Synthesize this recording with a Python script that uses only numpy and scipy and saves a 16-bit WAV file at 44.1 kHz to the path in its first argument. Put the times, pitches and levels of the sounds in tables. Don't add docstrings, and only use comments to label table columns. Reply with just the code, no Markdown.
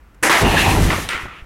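import sys
import numpy as np
from scipy import signal
from scipy.fft import rfft, irfft
from scipy.io import wavfile
from scipy.ndimage import uniform_filter1d

SR = 44100
rng = np.random.default_rng(int(sys.argv[2]) if len(sys.argv) > 2 else 0)


def bounce(signal):
    frames = np.transpose(np.atleast_2d(signal))
    limited = np.clip(frames, -1, 1)
    pcm = np.round(limited * 32767).astype(np.int16)
    wavfile.write(sys.argv[1], SR, pcm)


N = 63945
T = np.arange(N) / SR
BIN_HZ = np.arange(N // 2 + 1) * SR / N


def from_db(db):
    return 10 ** (np.asarray(db) / 20)


def unit_rms(x):
    return x / np.sqrt(np.mean(x ** 2) + 1e-20)


def gain_curve(rows):
    time_s, level_db = np.transpose(rows)
    return from_db(np.interp(T, time_s, level_db, left=-120))


def envelope(start_s, attack_s, hold_s, fall_db_per_s):
    rise = np.clip((T - start_s) / attack_s, 0, 1)
    return rise * from_db(-fall_db_per_s * np.maximum(T - start_s - attack_s - hold_s, 0))


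def at_hz(rows, hz, column=1):
    rows = np.array(rows)
    return np.interp(np.log(hz + 1), np.log(rows[:, 0]), rows[:, column])


def colour(x, spectrum):
    low_skirt = np.minimum(BIN_HZ / spectrum[0][0], 1) ** 2
    high_skirt = np.minimum(spectrum[-1][0] / (BIN_HZ + 1), 1) ** 2
    return unit_rms(irfft(rfft(x) * from_db(at_hz(spectrum, BIN_HZ)) * low_skirt * high_skirt, N))


def steady(x, samples):
    power = uniform_filter1d(uniform_filter1d(x * x, samples), samples)
    return x / np.sqrt(power + 1e-12)


def drift(cutoff_hz):
    lowpass = signal.butter(2, cutoff_hz, fs=SR, output="sos")
    return unit_rms(signal.sosfilt(lowpass, rng.standard_normal(N)))


def damped_sine(start_s, pitch_hz, t60_s):
    age_s = np.maximum(T - start_s, 0)
    return np.sin(2 * np.pi * pitch_hz * age_s) * np.exp(-np.log(1000) * age_s / t60_s)


# time_s, level_db
RUMBLE_LEVEL = [(.22, -41), (.39, -43), (.43, -11.5), (.5, -17.5), (.56, -22.5), (.64, -21.5),
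                (.685, -18.5), (.74, -16.5), (.78, -13.5), (.85, -10.5), (.92, -22.5), (1.03, -31),
                (1.12, -43), (1.2, -43.5), (1.27, -36), (1.32, -49), (1.45, -56)]
ROAR_LEVEL = [(.398, -41), (.422, -16), (.47, -13.5), (.51, -22), (.56, -19.5), (.62, -23), (.68, -22.5),
              (.73, -20), (.78, -15.5), (.84, -21), (.89, -21.5), (.95, -28.5), (1.03, -35.5), (1.1, -41.5),
              (1.25, -46), (1.45, -58)]
RASP_LEVEL = [(.38, -48), (.42, -26.5), (.56, -21.5), (.578, -14.5), (.615, -17.5), (.64, -20.5),
              (.71, -22.5), (.77, -27), (.89, -27), (.94, -38), (.99, -33), (1.08, -35), (1.25, -68)]
HISS_LEVEL = [(.36, -29.5), (.423, -26.5), (.434, -35), (.48, -30), (.56, -29), (.6, -23.5), (.66, -28),
              (.705, -25), (.79, -30.5), (.84, -26), (.88, -31), (1.03, -33), (1.08, -44), (1.16, -57),
              (1.225, -45.5), (1.31, -66)]
# freq_hz, gain_db
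RUMBLE_SPECTRUM = [(18, -3), (32, -12), (48, 9.5), (68, -6.5), (92, 6.5), (122, -14.5), (152, -1.5),
                   (210, -9), (400, -19)]
ROAR_SPECTRUM = [(90, -1.5), (155, 4), (240, 1.5), (320, 4.5), (430, -1), (580, -9.5), (800, -5.5),
                 (1500, -15)]
RASP_SPECTRUM = [(700, -5), (1150, -4), (1500, -4.5), (1800, 3), (2250, -3), (2850, -3), (3250, -5.5),
                 (4200, -8), (6500, -37)]


def fireball():
    rumble = gain_curve(RUMBLE_LEVEL) * steady(colour(rng.standard_normal(N), RUMBLE_SPECTRUM), 1500)
    roar = gain_curve(ROAR_LEVEL) * turbulence(ROAR_SPECTRUM)
    rasp = gain_curve(RASP_LEVEL) * turbulence(RASP_SPECTRUM)
    return rumble + roar + rasp + gain_curve(HISS_LEVEL) * hiss()


# freq_hz, gain_db
HISS_SPECTRUM = [(2800, 3), (4300, -2), (6000, 2), (8000, -1.5), (10500, -0.5), (13000, -6), (16000, -15)]


def hiss():
    return steady(colour(rng.standard_normal(N), HISS_SPECTRUM), samples=200)


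def turbulence(spectrum, shocks_per_s=1900, shock_share=0.33, spread_db=2.5, flutter_db=1.35):
    impulses = (rng.random(N) < shocks_per_s / SR) * rng.choice([-1, 1], N)
    shocks = impulses * from_db(spread_db * np.minimum(rng.exponential(1, N), 4))
    gas = np.sqrt(shock_share) * unit_rms(shocks) + np.sqrt(1 - shock_share) * rng.standard_normal(N)
    flutter = from_db(flutter_db * drift(cutoff_hz=102))
    return steady(colour(shed_reflections(gas), spectrum), samples=600) * flutter


# freq_hz, gain_db
JET_SPECTRUM = [(170, -4.5), (340, 5), (560, 1), (1400, 1.5), (2000, 5), (3000, -8.5), (4200, -14.5),
                (6200, -9), (8000, -16), (10000, -23), (13000, -26), (16000, -39)]
BLAST_SPECTRUM = [(60, -42), (170, -3.5), (330, -0.5), (520, -5), (800, 2), (1400, -0.5), (2000, 0.5),
                  (2900, -5.5), (4200, -11.5), (7000, -18), (11000, -19.5), (16000, -33)]
JET_S, BLAST_S = 0.2255, 0.2952


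def burst():
    jet = envelope(JET_S, attack_s=0.008, hold_s=0.025, fall_db_per_s=115) * limiter_dip()
    blast = envelope(BLAST_S, attack_s=0.00043, hold_s=0.069, fall_db_per_s=128)
    return from_db(-12) * (jet * turbulence(JET_SPECTRUM) + blast * turbulence(BLAST_SPECTRUM))


def limiter_dip(depth_db=-19, width_s=0.0024):
    return from_db(depth_db * np.exp(-((T - BLAST_S) / width_s) ** 2))


# freq_hz, gain_db
SPIT_SPECTRUM = [(3500, -31), (6300, -8), (8000, -1), (10500, 1.5), (13000, -14)]


def tick_and_spit():
    tick = envelope(start_s=0.1445, attack_s=0.001, hold_s=0.001, fall_db_per_s=1500) * hiss()
    spit = envelope(JET_S, attack_s=0.006, hold_s=0, fall_db_per_s=206) * turbulence(SPIT_SPECTRUM)
    return from_db(-57.5) * tick + from_db(-19) * spit * limiter_dip()


# freq_hz, gain_db
FLARE_SPECTRUM = [(500, -1.5), (850, -3), (1200, 3.5), (1550, -3), (2050, -0.5), (2800, -4.5),
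                  (4200, -16.5), (6200, -22), (9000, -42)]


def flare():
    shape = envelope(start_s=0.893, attack_s=0.014, hold_s=0.027, fall_db_per_s=161)
    return from_db(-19.5) * shape * turbulence(FLARE_SPECTRUM)


# time_s, pitch_hz, level_db
HOLLOW_GLIDE = [(.41, 760, -28.5), (.475, 870, -18), (.51, 900, -24), (.55, 781, -19), (.61, 850, -32),
                (.675, 820, -15), (.71, 920, -20), (.78, 850, -26)]
WHISTLE_GLIDE = [(.42, 2623, -29), (.455, 2657, -22.5), (.51, 2783, -26.5), (.56, 2726, -26),
                 (.597, 2735, -17), (.63, 2603, -22), (.695, 2490, -27), (.714, 2514, -21.5)]


def resonance(glide, width_hz, fall_db_per_s=500):
    time_s, pitch_hz, level_db = np.transpose(glide)
    phase = 2 * np.pi * np.cumsum(np.interp(T, time_s, pitch_hz)) / SR
    band = drift(width_hz / 2) * np.cos(phase) + drift(width_hz / 2) * np.sin(phase)
    release_db = fall_db_per_s * np.maximum(T - time_s[-1], 0)
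    return from_db(np.interp(T, time_s, level_db, left=-120) - release_db) * steady(band, samples=1000)


# centre_s, level_db
POPS = [(0.545, -11), (0.984, -22), (1.257, -29.5)]
# freq_hz, gain_db
POP_SPECTRUM = [(150, -2), (450, -4), (900, -12.5)]


def pops(width_s=0.0048):
    pulses = sum(from_db(db) * np.exp(-((T - centre_s) / width_s) ** 2) for centre_s, db in POPS)
    return pulses * steady(turbulence(POP_SPECTRUM), samples=150)


# start_s, pitch_hz, level_db, attack_s, t60_s
RINGS = [(.2955, 1630, -4, 0.00073, 0.0067), (0.566, 1720, -6, 0.0075, 0.032),
         (0.9033, 2015, -6.5, 0.0013, 0.015)]


def rings(wander=0.005):
    out = np.zeros(N)
    for start_s, pitch_hz, level_db, attack_s, t60_s in RINGS:
        phase = 2 * np.pi * np.cumsum(pitch_hz * (1 + wander * drift(cutoff_hz=240))) / SR
        shape = envelope(start_s, attack_s, hold_s=0, fall_db_per_s=60 / t60_s)
        out += from_db(level_db) * shape * np.sin(phase)
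    return out


# start_s, pitch_hz, level_db, t60_s
THUMPS = [(.228, 117, -25, 0.085), (0.298, 103, -27, 0.07), (0.68, 111, -7.5, 0.14),
          (1.15, 62.4, -21.5, 0.068), (1.235, 82, -18, 0.029), (1.422, 44.4, -22.5, 0.075)]


def thumps():
    return sum(from_db(db) * damped_sine(start_s, hz, t60_s) for start_s, hz, db, t60_s in THUMPS)


# pitch_hz, gain_db, t60_s
KNOCK_MODES = [(950, -9.5, 0.051), (1800, -16, 0.016), (2880, -9, 0.019), (3760, 0, 0.022),
               (5650, -2.5, 0.013), (8560, -4, 0.011)]
# freq_hz, gain_db
CRACK_SPECTRUM = [(300, -5), (1000, -9.5), (2200, -1), (4000, -3), (6500, -20), (9000, -8), (11000, -23)]
KNOCK_S = 1.089


def knock():
    body = sum(from_db(db) * damped_sine(KNOCK_S, hz, t60_s) for hz, db, t60_s in KNOCK_MODES)
    crack = from_db(-18.5) * envelope(KNOCK_S, attack_s=0.00062, hold_s=0.0012, fall_db_per_s=2500)
    scatter = from_db(-29) * envelope(KNOCK_S, attack_s=0.0025, hold_s=0.012, fall_db_per_s=270)
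    return from_db(-18.5) * body + np.hypot(crack, scatter) * turbulence(CRACK_SPECTRUM)


# freq_hz, gain_db, fall_db_per_s
YARD_BANDS = [(328, -15.5, 70), (680, -18, 67), (970, -11, 74), (1370, -1.5, 79), (1668, -9.5, 92),
              (1900, -2.5, 108), (2900, -10.5, 99), (4570, -24.5, 109), (7360, -28.5, 121),
              (16000, -42, 213)]


def yard_reverb():
    noise_bins = rfft(turbulence(YARD_BANDS))
    edges_hz = np.geomspace(100, 20000, 17)
    out = np.zeros(N)
    for low_hz, high_hz in zip(edges_hz, edges_hz[1:]):
        band = irfft(noise_bins * (BIN_HZ >= low_hz) * (BIN_HZ < high_hz), N)
        fall = at_hz(YARD_BANDS, np.sqrt(low_hz * high_hz), column=2)
        out += band * envelope(KNOCK_S, attack_s=0.017, hold_s=0.031, fall_db_per_s=fall)
    return from_db(-22.5) * out


# freq_hz, gain_db
ECHO_SPECTRUM = [(900, -10), (1400, -4), (2000, 7), (2700, 6.5), (4500, -15), (9000, -27)]


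def knock_echoes(slap_delay_s=0.0275, far_delay_s=0.18):
    far = envelope(KNOCK_S + far_delay_s, attack_s=0.037, hold_s=0.09, fall_db_per_s=370)
    far *= turbulence(ECHO_SPECTRUM)
    slap = envelope(KNOCK_S + slap_delay_s, attack_s=0.00086, hold_s=0, fall_db_per_s=2200)
    slap *= steady(turbulence(ECHO_SPECTRUM), samples=100)
    return from_db(-20) * slap + from_db(-43) * far


# delay_s, gain_db
SHED_TAPS = [(0.0118, -18), (0.0201, -18.5)]


def shed_reflections(x):
    reflected = sum(from_db(db) * np.exp(-2j * np.pi * BIN_HZ * delay_s) for delay_s, db in SHED_TAPS)
    return irfft(rfft(x) * (1 + reflected), N)


# freq_hz, gain_db
AIR_SPECTRUM = [(20, -2), (60, 11.5), (120, -6.5), (300, -10.5), (650, -18), (1300, -14.5), (2400, -22.5),
                (4000, -33.5), (8000, -37.5), (16000, -39)]


def outdoor_air():
    return from_db(-46.5) * colour(rng.standard_normal(N), AIR_SPECTRUM)


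def scene():
    mix = outdoor_air() + tick_and_spit() + burst() + fireball()
    mix += resonance(HOLLOW_GLIDE, width_hz=290) + resonance(WHISTLE_GLIDE, width_hz=330)
    mix += pops() + flare() + rings() + thumps()
    mix += knock() + yard_reverb() + knock_echoes()
    return mix[None]


def record(dry, clip_level=0.71, cutoff_hz=15900):
    lowpass = signal.ellip(12, 0.1, 80, cutoff_hz, fs=SR, output="sos")
    return signal.sosfilt(lowpass, clip_level * np.tanh(dry / clip_level))


dry = scene()
out = record(dry)
bounce(out)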